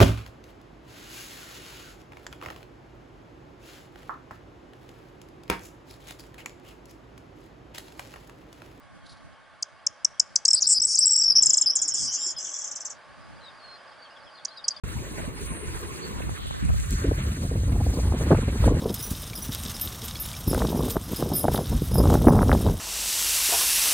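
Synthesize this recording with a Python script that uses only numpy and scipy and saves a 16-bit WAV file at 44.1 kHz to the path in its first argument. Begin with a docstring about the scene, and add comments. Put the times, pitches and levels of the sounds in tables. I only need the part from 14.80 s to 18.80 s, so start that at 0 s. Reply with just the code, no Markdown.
"""Gusty wind on a dock beside a rocky shore, at a small hand-held pair of microphones. At first eddies rumble
lightly on the ports, water washes and fizzes on the rocks, and a hand shifts its grip on a wet fish with soft
rubs. Near 2 s the air crackles, a drip pings, and the fingers come unstuck in a few ticks. Then the wind grows
strong, the bass narrows to the centre, and the hardest buffets hit in the last half second."""
import sys
import numpy as np
from scipy import signal
from scipy.fft import rfft, irfft
from scipy.io import wavfile
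from scipy.ndimage import uniform_filter1d

SR = 44100
rng = np.random.default_rng(int(sys.argv[2]) if len(sys.argv) > 2 else 0)


def wav_out(sig):
    """Save sig, one row per channel (or a flat mono array), as 16-bit PCM at SR to the path in sys.argv[1]."""
    wavfile.write(sys.argv[1], SR, np.round(np.clip(np.atleast_2d(sig).T, -1, 1) * 32767).astype(np.int16))


N = 176400
TIME_S = np.arange(N) / SR
FREQ_HZ = np.maximum(np.arange(N // 2 + 1) * SR / N, 1)
SIDE = np.array([[1], [-1]])


def from_db(db):
    """Decibels to gain."""
    return 10 ** (np.asarray(db) / 20)


def rms_one(x):
    """Scale to unit rms."""
    return x / np.sqrt(np.mean(x ** 2) + 1e-20)


def in_time(rows):
    """A control curve at every sample."""
    return np.interp(TIME_S, *np.transpose(rows))


def in_frequency(rows):
    """A curve at every FFT bin, interpolated in log frequency."""
    hz, value = np.transpose(rows)
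    return np.interp(np.log(FREQ_HZ), np.log(hz), value)


def noise(gain, channels=2):
    """Independent noises with the given gain per bin, at unit rms."""
    return rms_one(irfft(rfft(rng.standard_normal((channels, N))) * gain, N))


def band_noise(hz, width):
    """Two noises with a bell spectrum in log frequency."""
    return noise(np.exp(-.5 * (np.log(FREQ_HZ / hz) / width) ** 2))


def even_noise(colour, span_s, channels=2):
    """Coloured noise with its slow swings divided out."""
    x = noise(from_db(in_frequency(colour)), channels)
    return x / np.sqrt(uniform_filter1d(x ** 2, int(span_s * SR), axis=-1) + 1e-9)


def drift(rate_hz):
    """Slow random curve at unit rms."""
    return noise(1 / (1 + (FREQ_HZ / rate_hz) ** 2), channels=1)[0]


def pair(x, likeness):
    """Mix two independent signals to left and right with a given correlation."""
    return (np.sqrt(1 + likeness) * x[0] + np.sqrt(1 - likeness) * x[1] * SIDE) / np.sqrt(2)


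# Phase between the ports. Each row: frequency in Hz, lead of the left in radians.
PORT_LEAD_RAD = [(0, 0), (500, -.3), (1000, -3), (1900, -4.8), (3400, -3.7), (4400, -4.1), (5000, -3.3),
                 (5900, -3), (7000, -1.7), (7800, -.2), (9000, .2), (10200, 1.7), (11200, 3), (12300, 3.2),
                 (14000, 6), (16000, 6.3)]


def at_ports(x):
    """Sound from one side reaches the two ports out of step."""
    lead_rad = np.interp(FREQ_HZ, *np.transpose(PORT_LEAD_RAD))
    return np.array([x[0], irfft(rfft(x[1]) * np.exp(-1j * lead_rad), N)])


def drops(per_s=270, cycles_to_60_db=12, pitches=20):
    """Tiny bubbles and droplets ring for a few cycles each."""
    sizes = from_db(4 * np.minimum(rng.exponential(1, N), 3.5)) * rng.choice([-1, 1], N)
    clicks = sizes * (rng.random(N) < per_s / SR)
    pitch_index = rng.integers(0, pitches, N)
    out = np.zeros(N)
    for k, hz in enumerate(np.geomspace(1300, 10000, pitches)):
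        radius = from_db(-60 * hz / (cycles_to_60_db * SR))
        angle = 2 * np.pi * hz / SR
        feedback = [1, -2 * radius * np.cos(angle), radius ** 2]
        out += signal.lfilter([0, np.sin(angle)], feedback, clicks * (pitch_index == k) + 1e-18)
    return rms_one(out)


# Stereo image of the water. Each row: frequency in Hz, left-right correlation.
WATER_CORRELATION = [(100, 0.85), (380, 0.97), (800, 0.27), (2000, 0.48), (4000, 0.68), (5400, 1),
                     (7000, 0.88), (8300, 1), (10000, 0.91), (11600, 1), (13000, 1), (15000, 0.7)]


def water_noise(colour, flicker_db, flicker_hz):
    """Half-octave bands of stereo noise, each flickering partly on its own."""
    spectra = rfft(rng.standard_normal((2, N))) * from_db(in_frequency(colour))
    stereo = pair(spectra, in_frequency(WATER_CORRELATION))
    band = np.floor(2 * np.log2(FREQ_HZ))
    in_range = (FREQ_HZ > colour[0][0]) & (FREQ_HZ < colour[-1][0])
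    shared = drift(flicker_hz)
    out = 0
    for k in np.unique(band[in_range]):
        flicker = from_db(flicker_db * (.5 * shared + drift(flicker_hz)))
        out += irfft(stereo * (band == k), N) * flicker
    return rms_one(out)


# Water envelopes. Each row: time in seconds, level in dB before trim.
WASH_LEVEL_DB = [(0, -42), (.3, -41), (.55, -45), (.78, -42), (1.05, -41.5), (1.35, -42), (1.55, -46.5),
                 (1.7, -55.5), (4, -56)]
SPLASH_LEVEL_DB = [(0.05, -47.5), (0.35, -51), (0.39, -40.5), (0.52, -51.5), (0.62, -46.5), (2.14, -48.5),
                   (2.18, -42), (2.36, -51.5), (2.39, -39), (2.62, -50.5), (3.36, -47.5), (3.5, -40.5),
                   (3.51, -39), (3.59, -42.5), (3.79, -44), (3.84, -38), (3.92, -48), (4.0, -41.5)]
FIZZ_LEVEL_DB = [(0.05, -56.5), (0.42, -53.5), (0.53, -61.5), (0.64, -52.5), (0.75, -62.5), (0.97, -53.5),
                 (1.9, -57.5), (2.0, -50.5), (2.07, -56), (2.13, -49), (2.3, -56.5), (2.49, -53),
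                 (2.94, -57), (3.2, -48.5), (3.37, -57), (3.39, -52), (3.75, -56.5), (3.86, -46.5),
                 (3.93, -59), (4.0, -52)]
# Water spectra. Each row: frequency in Hz, relative density in dB.
WASH_SPECTRUM_DB = [(100, -1.5), (220, -11), (310, -2.5), (405, 3), (560, -9), (780, -13), (1050, -3),
                    (1400, -23.5), (2200, -17.5)]
SPLASH_SPECTRUM_DB = [(850, -13), (1150, 0.5), (1550, 2.5), (2200, -1), (3000, -6), (4300, -9), (5500, -41),
                      (8000, -13.5)]
FIZZ_SPECTRUM_DB = [(2800, -4), (4200, 2), (5400, -1.5), (6300, 4), (7500, -2), (9300, 0.5), (11000, -0.5),
                    (13000, -5.5), (14500, -9.5), (16000, -21)]


def water(wash_trim_db=-.5, splash_trim_db=2, fizz_trim_db=8.5, drops_db=-13, pan_db=-1.6):
    """Distant wash, nearer splashes among the rocks and fizzing foam, arriving from one side."""
    wash = water_noise(WASH_SPECTRUM_DB, flicker_db=3.5, flicker_hz=13)
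    wash *= from_db(in_time(WASH_LEVEL_DB) + wash_trim_db)
    splash = water_noise(SPLASH_SPECTRUM_DB, flicker_db=2.5, flicker_hz=17.7)
    splash += from_db(drops_db) * drops()
    splash *= from_db(in_time(SPLASH_LEVEL_DB) + splash_trim_db)
    fizz = water_noise(FIZZ_SPECTRUM_DB, flicker_db=2, flicker_hz=22)
    fizz *= from_db(in_time(FIZZ_LEVEL_DB) + fizz_trim_db)
    return at_ports(wash + splash) * from_db(pan_db * SIDE / 2) + at_ports(fizz)


# Each row: middle in seconds, half length in seconds, level in dB, centre in Hz, log-frequency width.
SKIN_RUBS = [(0.75, 0.11, -44.5, 9400, 0.093), (1.245, 0.019, -43, 4400, 0.042),
             (1.667, 0.093, -44.5, 3460, 0.18), (2.12, 0.13, -49.5, 7000, 0.13)]


def rubs():
    """Fingers slide over wet skin with soft rubs and squeaks."""
    out = 0
    for middle_s, half_s, db, hz, width in SKIN_RUBS:
        swell = np.exp(-.5 * ((TIME_S - middle_s) / half_s) ** 2)
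        out += from_db(db) * swell * at_ports(pair(band_noise(hz, width), likeness=.73))
    return out


# Each row: start in seconds, level in dB, centre in Hz, log-frequency width, left minus right in dB. The first
# row is a short tonal drip; the rest are fingers coming unstuck.
TICKS = [(1.852, -30, 8800, 0.057, -1), (2, -27.5, 8250, 0.083, -1), (2.061, -35, 7900, 0.34, -8),
         (2.102, -42, 7900, .5, 2), (2.107, -24, 8200, 0.62, -1), (2.111, -32.5, 4530, 0.17, 1),
         (2.127, -30, 7900, 0.11, 0)]


def ticks(decay_s=.00091):
    """A short tonal drip pings, then fingers come unstuck from wet skin in small ticks."""
    out = 0
    for start_s, db, hz, width, pan_db in TICKS:
        decay = (TIME_S >= start_s) * np.exp(-np.clip((TIME_S - start_s) / decay_s, 0, 20))
        out += from_db(db + pan_db * SIDE / 2) * decay * band_noise(hz, width)
    return out


# Crackle envelope and its sharpest spits. 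Each row: time in seconds, level in dB.
CRACKLE_LEVEL_DB = [(0, -55), (1.3, -45.5), (1.5, -43.5), (1.9, -41), (2.1, -42), (2.35, -42), (2.8, -44.5),
                    (3.3, -48), (4, -65)]
SPIT_PEAKS_DB = [(1.597, -39), (1.659, -33), (1.709, -28), (1.746, -37), (1.781, -39), (1.825, -35),
                 (1.894, -26), (1.903, -30), (1.943, -31), (2.19, -39), (2.221, -32), (2.284, -34),
                 (2.314, -28), (2.333, -37), (2.421, -39), (2.453, -34), (2.632, -29), (2.707, -37),
                 (2.763, -35), (3.177, -34), (3.378, -42), (3.516, -21), (3.528, -23)]
# Each row: frequency in Hz, relative density in dB.
CRACKLE_SPECTRUM_DB = [(40, -10), (150, 11.5), (450, 0.5), (750, -2), (1100, -2), (1400, -7.5), (2000, -17),
                       (3500, -39), (8000, -56)]


def crackle(rough_db=2.5, rough_hz=70, spit_half_s=.002):
    """Air tearing past the ports crackles and spits, opposite in left and right."""
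    level = from_db(in_time(CRACKLE_LEVEL_DB) + rough_db * np.clip(drift(rough_hz), -2, 2))
    for middle_s, db in SPIT_PEAKS_DB:
        level += from_db(db) * np.exp(-.5 * ((TIME_S - middle_s) / spit_half_s) ** 2)
    return level * even_noise(CRACKLE_SPECTRUM_DB, span_s=.008, channels=1) * SIDE


# Wind envelopes. Each row: time in seconds, level in dB before trim and random swings.
RUMBLE_LEVEL_DB = [(0.04, -32.5), (0.14, -40), (0.16, -30.5), (0.27, -45.5), (0.5, -36.5), (0.52, -47.5),
                   (0.72, -35), (0.76, -45.5), (0.87, -37), (1.16, -46.5), (1.2, -62), (1.27, -44.5),
                   (1.53, -31), (1.56, -46), (1.63, -37.5), (1.8, -41.5), (1.85, -26.5), (2.05, -34),
                   (2.13, -24.5), (2.26, -32), (2.29, -19), (2.41, -31), (2.49, -22), (2.54, -34.5),
                   (2.72, -23.5), (3.04, -22), (3.06, -25), (3.11, -17.5), (3.135, -31.5), (3.28, -20),
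                   (3.32, -22), (3.35, -31), (3.49, -24.5), (3.52, -20.5), (3.63, -28), (3.7, -20),
                   (3.76, -28), (3.86, -14.5), (3.89, -20), (3.93, -17.5), (4.0, -26.5)]
FLUTTER_LEVEL_DB = [(0.04, -46.5), (0.16, -49), (0.26, -44.5), (1.15, -48), (1.3, -41), (1.62, -51),
                    (1.95, -57.5), (2.16, -41.5), (2.27, -31.5), (2.31, -41), (2.45, -32), (2.7, -38.5),
                    (2.84, -33), (3.46, -32), (3.58, -31), (3.86, -32.5), (4.0, -24.5)]
RASP_LEVEL_DB = [(0, -65), (2.1, -67), (2.3, -49), (2.7, -60.5), (2.95, -48), (3.1, -47), (3.2, -42),
                 (3.5, -46), (3.7, -47.5), (3.87, -36.5), (4, -47)]
# Wind spectra. Each row: frequency in Hz, relative density in dB.
RUMBLE_SPECTRUM_DB = [(18, -36), (30, -18), (45, 1), (60, 4), (80, 2), (110, -4.5), (160, -12),
                      (260, -30.5), (500, -65)]
FLUTTER_SPECTRUM_DB = [(60, -23), (130, 3), (185, 3.5), (290, -1), (420, -11), (600, -15), (900, -43),
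                       (1500, -70)]
RASP_SPECTRUM_DB = [(200, -16), (400, 1.5), (650, -6.5), (1050, -5.5), (1400, -22.5), (2500, -51)]
# Stereo image of wind and buffets. Each row: time in seconds, left-right correlation.
WIND_CORRELATION = [(0, 0.16), (1.7, -0.28), (2.0, -0.64), (2.11, 0.86), (4, 0.94)]


def wind(rumble_trim_db=.5, flutter_trim_db=-2.5):
    """Pressure on the ports rumbles, fast turbulence flutters, and strong flow adds a rasp."""
    likeness = in_time(WIND_CORRELATION)
    lumps_db = 3.98 * np.clip(drift(rate_hz=24), -2, 2)
    sway_db = 1.8 * np.clip(drift(rate_hz=15), -2, 2)
    layers = [(RUMBLE_SPECTRUM_DB, in_time(RUMBLE_LEVEL_DB) + rumble_trim_db + sway_db),
              (FLUTTER_SPECTRUM_DB, in_time(FLUTTER_LEVEL_DB) + flutter_trim_db + lumps_db),
              (RASP_SPECTRUM_DB, in_time(RASP_LEVEL_DB) + lumps_db)]
    out = sum(from_db(db) * pair(even_noise(colour, span_s=.0378), likeness) for colour, db in layers)
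    return out / np.sqrt((1 + likeness) / 2)  # mid level independent of width


# Each row: start in seconds, level in dB before trim, length in seconds, top in Hz.
EDDY_HITS = [(.038, -33.5, 0.013, 298), (.151, -28, 0.013, 218), (0.382, -31, 0.025, 850),
             (0.475, -28, 0.013, 298), (.705, -30, 0.013, 296), (1.402, -30.5, 0.0076, 704),
             (1.492, -27.5, .004, 1700), (1.821, -22.5, 0.032, 231), (1.9, -29.5, 0.0064, 1400),
             (2.109, -28.5, .037, 340), (2.243, -18.5, 0.0095, 480), (2.278, -22, 0.015, 320),
             (2.311, -18, 0.007, 544), (2.38, -28.5, 0.013, 560), (2.639, -31.5, 0.027, 630),
             (2.712, -26.5, 0.011, 625), (2.753, -27.5, 0.0094, 760), (2.831, -31, 0.0043, 690),
             (2.92, -28.5, .005, 820), (2.945, -30.5, 0.021, 830), (3.002, -25, 0.016, 920),
             (3.064, -23, 0.0058, 800), (3.185, -23, .005, 644), (3.321, -23.5, .004, 1160),
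             (3.336, -23, 0.013, 650), (3.406, -23, .004, 690), (3.504, -14.5, 0.034, 330),
             (3.506, -12, 0.028, 700), (3.511, -18.5, 0.02, 1700), (3.545, -22.5, 0.012, 1410),
             (3.585, -21, 0.0085, 560), (3.678, -25, 0.011, 650), (3.84, -17, 0.0037, 1140),
             (3.857, -14, 0.014, 460), (3.877, -13.5, 0.008, 890), (3.904, -19, 0.025, 480)]


def buffets(trim_db=-3, low_hz=116, body_hz=330, gap_s=.0017, spread_db=3, max_kicks=32):
    """Each eddy hits the ports as a quick run of pressure kicks, cut steeply above its top."""
    likeness = in_time(WIND_CORRELATION)
    low_cut = signal.butter(2, low_hz, "high", fs=SR, output="sos")
    body = signal.butter(1, body_hz, fs=SR, output="sos")
    denormal_guard = 1e-18 * np.sin(TIME_S * 2000)
    out = np.zeros((2, N))
    for start_s, db, length_s, top_hz in EDDY_HITS:
        kicks = np.zeros((2, N))
        for channel in kicks:
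            gaps_s = gap_s * rng.uniform(.413, 1.6, max_kicks)
            delays_s = np.cumsum(gaps_s) - gaps_s[0]
            sizes = rng.choice([-1, 1], max_kicks) * from_db(spread_db * rng.standard_normal(max_kicks))
            samples = np.minimum(((start_s + delays_s) * SR).astype(int), N - 1)
            channel[samples] = sizes * (delays_s < length_s)
        top_cut = signal.butter(6, top_hz, fs=SR, output="sos")
        burst = signal.sosfilt(np.vstack([low_cut, body, top_cut]), kicks + denormal_guard)
        burst_rms = np.sqrt(np.sum(burst ** 2, axis=1, keepdims=True) / ((length_s + gap_s) * SR))
        out += from_db(db + trim_db) * pair(burst / burst_rms, likeness)
    return out


# Each row: time in seconds, edge in Hz below which the sound is mono.
MONO_EDGE_HZ = [(2.05, 8), (2.15, 450), (2.75, 650), (2.85, 790), (4, 800)]


def narrow_bass(x, order=12):
    """From about 2.1 s the bass narrows to the centre below a rising edge."""
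    mid, side = x.mean(axis=0), (x[0] - x[1]) / 2
    hz, frame_s, frames = signal.stft(side, SR, nperseg=1024)
    edge_hz = np.interp(frame_s, *np.transpose(MONO_EDGE_HZ))
    side_gain = 1 - 1 / (1 + (hz[:, None] / edge_hz) ** order)
    return mid + signal.istft(frames * side_gain, SR)[1][:N] * SIDE


def scene():
    """Wind on the ports over the water and the hand."""
    return narrow_bass(wind() + buffets() + crackle() + water() + rubs() + ticks())


def record(dry):
    """Silence for 35 ms, a 2 ms fade-in, and a steep low-pass at 15.8 kHz."""
    fade_in = np.clip((TIME_S - .035) / .002, 0, 1)
    low_pass = signal.ellip(10, .2, 80, 15800, fs=SR, output="sos")
    return signal.sosfilt(low_pass, dry * fade_in)


dry = scene()
out = record(dry)
wav_out(out)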